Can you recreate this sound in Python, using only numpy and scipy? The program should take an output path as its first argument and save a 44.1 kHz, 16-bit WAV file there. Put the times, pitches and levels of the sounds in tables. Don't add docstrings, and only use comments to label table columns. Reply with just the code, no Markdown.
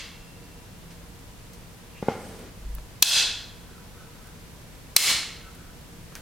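import sys
import numpy as np
from scipy import signal
from scipy.fft import rfft, irfft, next_fast_len
from scipy.io import wavfile
from scipy.ndimage import map_coordinates

SR = 44100
rng = np.random.default_rng(int(sys.argv[2]) if len(sys.argv) > 2 else 0)


def persist_wave(psi):
    counts = np.round(np.clip(psi, -1, 1) * 32767).astype(np.int16)
    wavfile.write(sys.argv[1], SR, np.atleast_2d(counts).T)


N = 273861
LEAD = SR // 2

# pitch_hz, relative_db
ROOM_NOISE = [(12, -36), (20, -1), (44, -0.5), (86, -6.5), (168, -7), (199, -9.5), (515, -19.5),
              (561, -17.5), (830, -20.5), (1450, -23.5), (1580, -23), (12600, -31.5), (16200, -37)]
# pitch_hz, width_hz, level_db
HUMS = [(51.6, 8.7, -73), (100.8, 11.7, -55.5), (170.5, 2.5, -56.5), (471, 12, -61.5), (978, 8.3, -68.5)]
# pitch_hz, likeness
ROOM_LIKENESS = [(60, 0.8), (240, 0.69), (950, 0.29), (3770, 0.18), (15000, 0.019)]
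ECHO_LIKENESS = [(500, 1), (3000, 1), (6000, .6), (12000, 0.19)]
# pitch_hz, fade_s
ECHO_FADES = [(150, 0.96), (600, 0.65), (1500, 0.71), (3500, 0.63), (7000, 0.52), (14000, 0.33)]
# peak_s, level_db, rise_db_per_s, hold_s, fall_db_per_s, end_after_peak_s
WHIR_SWELLS = [(3.6, -62, 60, .55, 45, 2), (5.47, -57.4, 130, 0.18, 130, 1)]
RUSTLE_SWELLS = [(2.03, -49, 700, .1, 11, 0.49), (2.092, -49, 900, 0.032, 400, 0.079)]
SWISH_SWELL = [(2.215, -55, 70, .06, 30, .235)]
SCRAPE_SWELL = [(1.968, -52.5, 400, .032, 450, .09)]
SHUDDER_SWELL = [(2.665, -31.5, 190, .08, 70, .2)]
DRAG_SWELL = [(2.205, -46.5, 100, .235, 120, .4)]
# pitch_hz, relative_db
CLOTH_NOISE = [(1200, -3.5), (2200, -6), (3600, -11), (6000, -12.5), (8700, -25), (14000, -32)]
# start_s, peak_db, pitch_hz, width_hz, dull_body_db, fizz_db, fizz_fade_s
SMALL_TICKS = [(0.906, -60, 5000, 5000, 6, -50, 0.25), (1.533, -42, 6000, 14000, -20, -47, .1),
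               (2.392, -34, 9000, 9000, -20, -49, .04), (2.7504, -28, 12500, 6000, -30, -37.5, .03),
               (2.784, -37, 1170, 500, -16, -39, .02), (4.2716, -32, 7000, 16000, 7, -49, .04),
               (5.549, -42, 10000, 8050, -20, -48, .043), (6.12, -56, 1400, 300, -18, -48, 0.1),
               (6.1534, -21, 10000, 14000, 12, -40, 0.17)]
# pitch_hz, level_db, fade_s, beats_per_s
THIN_RING = (2724, -54, 3, 13.5)
# start_s, peak_db
KNOCK_BLOWS = [(2.0268, -15.5), (2.085, -5), (2.0982, -22), (2.122, -28), (2.1534, -22), (2.166, -33),
               (2.254, -36)]
# pitch_hz, width_hz, relative_db
HOLLOW_NOTES = [(210, 21, 5), (473, 90, -0.5), (805, 120, -2), (1400, 68, -7), (2143, 98, -6),
                (3130, 310, -13.5)]
# start_s, peak_db, kind (0 off, 1 on, 2 neighbouring switch), echo_db, crack_db
FLIPS = [(-.3, 20, 2, -21.5, -14), (3.0267, 27, 0, -16, -20), (4.9658, 23, 1, -19, -12.5)]
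# pitch_hz, width_hz, off_db, on_db, neighbour_db
SWITCH_NOTES = [(460, 1900, -31.5, -17, -44), (910, 540, -19, -50, -20), (1090, 230, -47, -40, -13),
                (1400, 220, -18, -15, -14.5), (1760, 730, -15.5, -42, -12), (2220, 236, -14.5, -0.5, -7),
                (2615, 108, -4, 0, -5.5), (2980, 277, -10.5, -1.5, -8.5), (3343, 210, -0.5, 1.5, -3),
                (4175, 230, -2.5, 4, -7), (4840, 307, 1, 6, 1), (5056, 860, -3.5, 3, -4),
                (6020, 1110, -3.5, 3, -4), (9150, 9600, -8, -1.5, -10), (12800, 10000, -11, -14, -18)]
# delay_s, relative_db, rise_db_per_ms, fade_s
ROCKER_HITS = [(-.0038, -51, 17, 0.01), (0, 1.5, 17, 0.0038), (.003, -11, 19, 0.019)]


def amp(db):
    return 10 ** (np.asarray(db) / 20)


def unit(x):
    return x / np.sqrt(np.mean(x ** 2) + 1e-20)


def along(points, hz):
    pitches, values = np.transpose(points)
    return np.interp(np.log(hz + 1), np.log(pitches + 1), values)


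def filtered(x, response):
    n = x.shape[-1]
    size = next_fast_len(n + SR // 4)
    return irfft(rfft(x, size) * response(np.fft.rfftfreq(size, 1 / SR)), size)[..., :n]


def resonances(rows):
    return lambda f: sum((-1) ** k * amp(db) * 1j * f * width / (hz * hz - f * f + 1j * f * width)
                         for k, (hz, width, db) in enumerate(rows))


def stereo(noises, likeness, response):
    def blend(hz):
        angle = np.arccos(np.clip(along(likeness, hz), -1, 1)) / 2
        return response(hz) * np.array([np.cos(angle), np.sin(angle)])
    mid, side = filtered(noises, blend)
    return np.array([mid + side, mid - side])


def noise(response, likeness):
    return unit(stereo(rng.standard_normal((2, N)), likeness, response))


def swell(rows):
    gain = 0
    for peak_s, db, rise, hold_s, fall, end_s in rows:
        t = np.arange(N) / SR - peak_s
        cut_off = np.clip((end_s - t) / 0.028, 0, 1)
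        gain += amp(db - rise * np.maximum(-t, 0) - fall * np.maximum(t - hold_s, 0)) * cut_off
    return gain


def echo(x, build_s):
    hz, t, spectrum = signal.stft(rng.standard_normal((2, SR)), SR, nperseg=256)
    tail = signal.istft(spectrum * amp(-60 * t / along(ECHO_FADES, hz)[:, None]), SR, nperseg=256)[1]
    tail = stereo(tail, ECHO_LIKENESS, np.ones_like)
    tail *= np.clip(np.arange(tail.shape[1]) / SR / build_s, 0, 1)
    return signal.fftconvolve(x[None], tail / np.linalg.norm(tail[0]), axes=1)


def add(out, sound, start_s):
    part = out[:, LEAD + round(start_s * SR):][:, :sound.shape[1]]
    part += sound[:, :part.shape[1]]


def rumble():
    return noise(lambda f: amp(along(ROOM_NOISE, f)), ROOM_LIKENESS)


def room_tone(grow_db_per_s=0.12, flicker_db=5.5, flickers_per_s=9):
    t = np.arange(N) / SR
    bed = amp(-46.5 + grow_db_per_s * t) * rumble()
    hums = sum(amp(db) * noise(resonances([(hz, width, 0)]), [(hz, .85)]) for hz, width, db in HUMS)
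    band = resonances([(1298, 69, 0), (1520, 92, 0)])
    wobble = rng.standard_normal(round(N / SR * flickers_per_s) + 4)
    flicker = amp(flicker_db * map_coordinates(wobble, [t * flickers_per_s]))
    whir = flicker * swell(WHIR_SWELLS) * noise(lambda f: band(f) ** 2, [(1400, 1.0)])
    return bed + hums + whir


def handling(shudder_hz=50.25):
    rub = noise(lambda f: amp(along(CLOTH_NOISE, f)), [(2000, 0.72), (9000, 0.37)])
    swish = swell(SWISH_SWELL) * noise(resonances([(8600, 2100, 0)]), [(9000, 0.45)])
    scrape_notes = resonances([(2100, 250, -9), (2420, 130, -5), (2750, 90, 1.0)])
    scrape = swell(SCRAPE_SWELL) * noise(scrape_notes, [(2500, 0.98)])
    phase = 2 * np.pi * shudder_hz * (np.arange(N) / SR - SHUDDER_SWELL[0][0])
    shudder = swell(SHUDDER_SWELL) * (np.cos(phase) + 0.65 * np.cos(phase / 2))
    return swell(RUSTLE_SWELLS) * rub + swish + scrape + shudder


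def ticks(dull_hz=1630, dull_width_hz=790):
    out, t = np.zeros((2, LEAD + N)), np.arange(SR // 8) / SR
    for start_s, db, hz, width, dull_db, fizz_db, fade_s in SMALL_TICKS:
        body = resonances([(dull_hz, dull_width_hz, dull_db), (hz, width, 0)])
        spike = filtered(amp(-60 * t / 0.0021) * rng.standard_normal(len(t)), body)
        fizz = unit(stereo(rng.standard_normal((2, len(t))), ECHO_LIKENESS, body))
        fizz *= amp(fizz_db - 60 * t / fade_s)
        add(out, amp(db) * spike / np.abs(spike).max() + fizz, start_s)
    return out[:, LEAD:]


def thin_ring():
    hz, db, fade_s, beats_per_s = THIN_RING
    t = np.arange(N) / SR
    tones = np.sin(2 * np.pi * hz * t) + 0.5 * np.sin(2 * np.pi * (hz + beats_per_s) * t)
    return amp(db - 60 * t / fade_s) * tones


def knocks(echo_db=-13):
    out, ms = np.zeros((2, LEAD + N)), np.arange(SR // 8) / SR * 1000 - 2
    bump = lambda start_ms, length_ms: np.sin(np.pi * np.clip((ms - start_ms) / length_ms, 0, 1)) ** 2
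    for start_s, db in KNOCK_BLOWS:
        contact_ms = 1.15 * amp(-0.1 * db)
        pull = 0.92 * amp(db) * bump(-0.73, 0.96)
        push = pull - bump(0, contact_ms)
        ring = filtered(-bump(0, 0.33 * contact_ms), resonances(HOLLOW_NOTES))
        ring /= np.abs(ring).max()
        blow = filtered(push, lambda f: 1j * f / (1j * f + 120)) + 0.18 * ring
        blow -= 0.49 * np.roll(blow, round(0.00305 * SR))
        add(out, amp(db) * np.array([blow, blow]) / np.abs(blow).max(), start_s - .002)
        add(out, amp(db + echo_db) * echo(ring, build_s=0.0036), start_s - .002)
    drag = swell(DRAG_SWELL) * noise(resonances(HOLLOW_NOTES[:2]), [(500, .95)])
    return out[:, LEAD:] + drag


def switch(early_s=.008):
    out, t = np.zeros((2, LEAD + N)), np.arange(SR // 10) / SR - early_s
    rattle = sum(amp(db - np.where(t < delay, 1000 * rise * (delay - t), 60 * (t - delay) / fade_s))
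                 for delay, db, rise, fade_s in ROCKER_HITS)
    for start_s, db, kind, echo_db, crack_db in FLIPS:
        plate = resonances([(hz, width, levels[round(kind)]) for hz, width, *levels in SWITCH_NOTES])
        crack = lambda f: amp(crack_db) * (1j * f / (1j * f + 2500)) ** 2 / (1 + 1j * f / 16000)
        mid, side = filtered(rattle * rng.standard_normal((2, len(t))), lambda f: plate(f) + crack(f))
        snap = mid + filtered(side, lambda f: 0.82 * f / (f + 9000)) * [[1], [-1]]
        add(out, amp(db) * snap / np.abs(snap).max(), start_s - early_s)
        ring = filtered(signal.unit_impulse(len(t)), plate)
        add(out, amp(echo_db) * unit(echo(ring, build_s=0.0048)), start_s)
    return out[:, LEAD:]


def scene():
    return switch() + thin_ring() + knocks() + ticks() + handling() + room_tone()


def limiter(x, release_db_per_s, attack_s):
    need_db = np.minimum(-20 * np.log10(np.abs(x).max(0) + 1e-9), 0)
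    climb_db = release_db_per_s * np.arange(N) / SR
    gain_db = np.minimum(np.minimum.accumulate(need_db - climb_db) + climb_db, 0)
    smooth = np.exp(-1 / (attack_s * SR))
    return x * amp(signal.lfilter([1 - smooth], [1, -smooth], gain_db))


def record(dry, low_hz=14, top_hz=16300):
    sound = limiter(dry, release_db_per_s=167.5, attack_s=0.00011) + amp(-54) * rumble()
    sound = filtered(sound, lambda f: 1j * f / (1j * f + low_hz))
    return filtered(np.clip(sound, -1, 1), lambda f: np.clip((top_hz - f) / 400 + .5, 0, 1) ** 2)


dry = scene()
out = record(dry)
persist_wave(out)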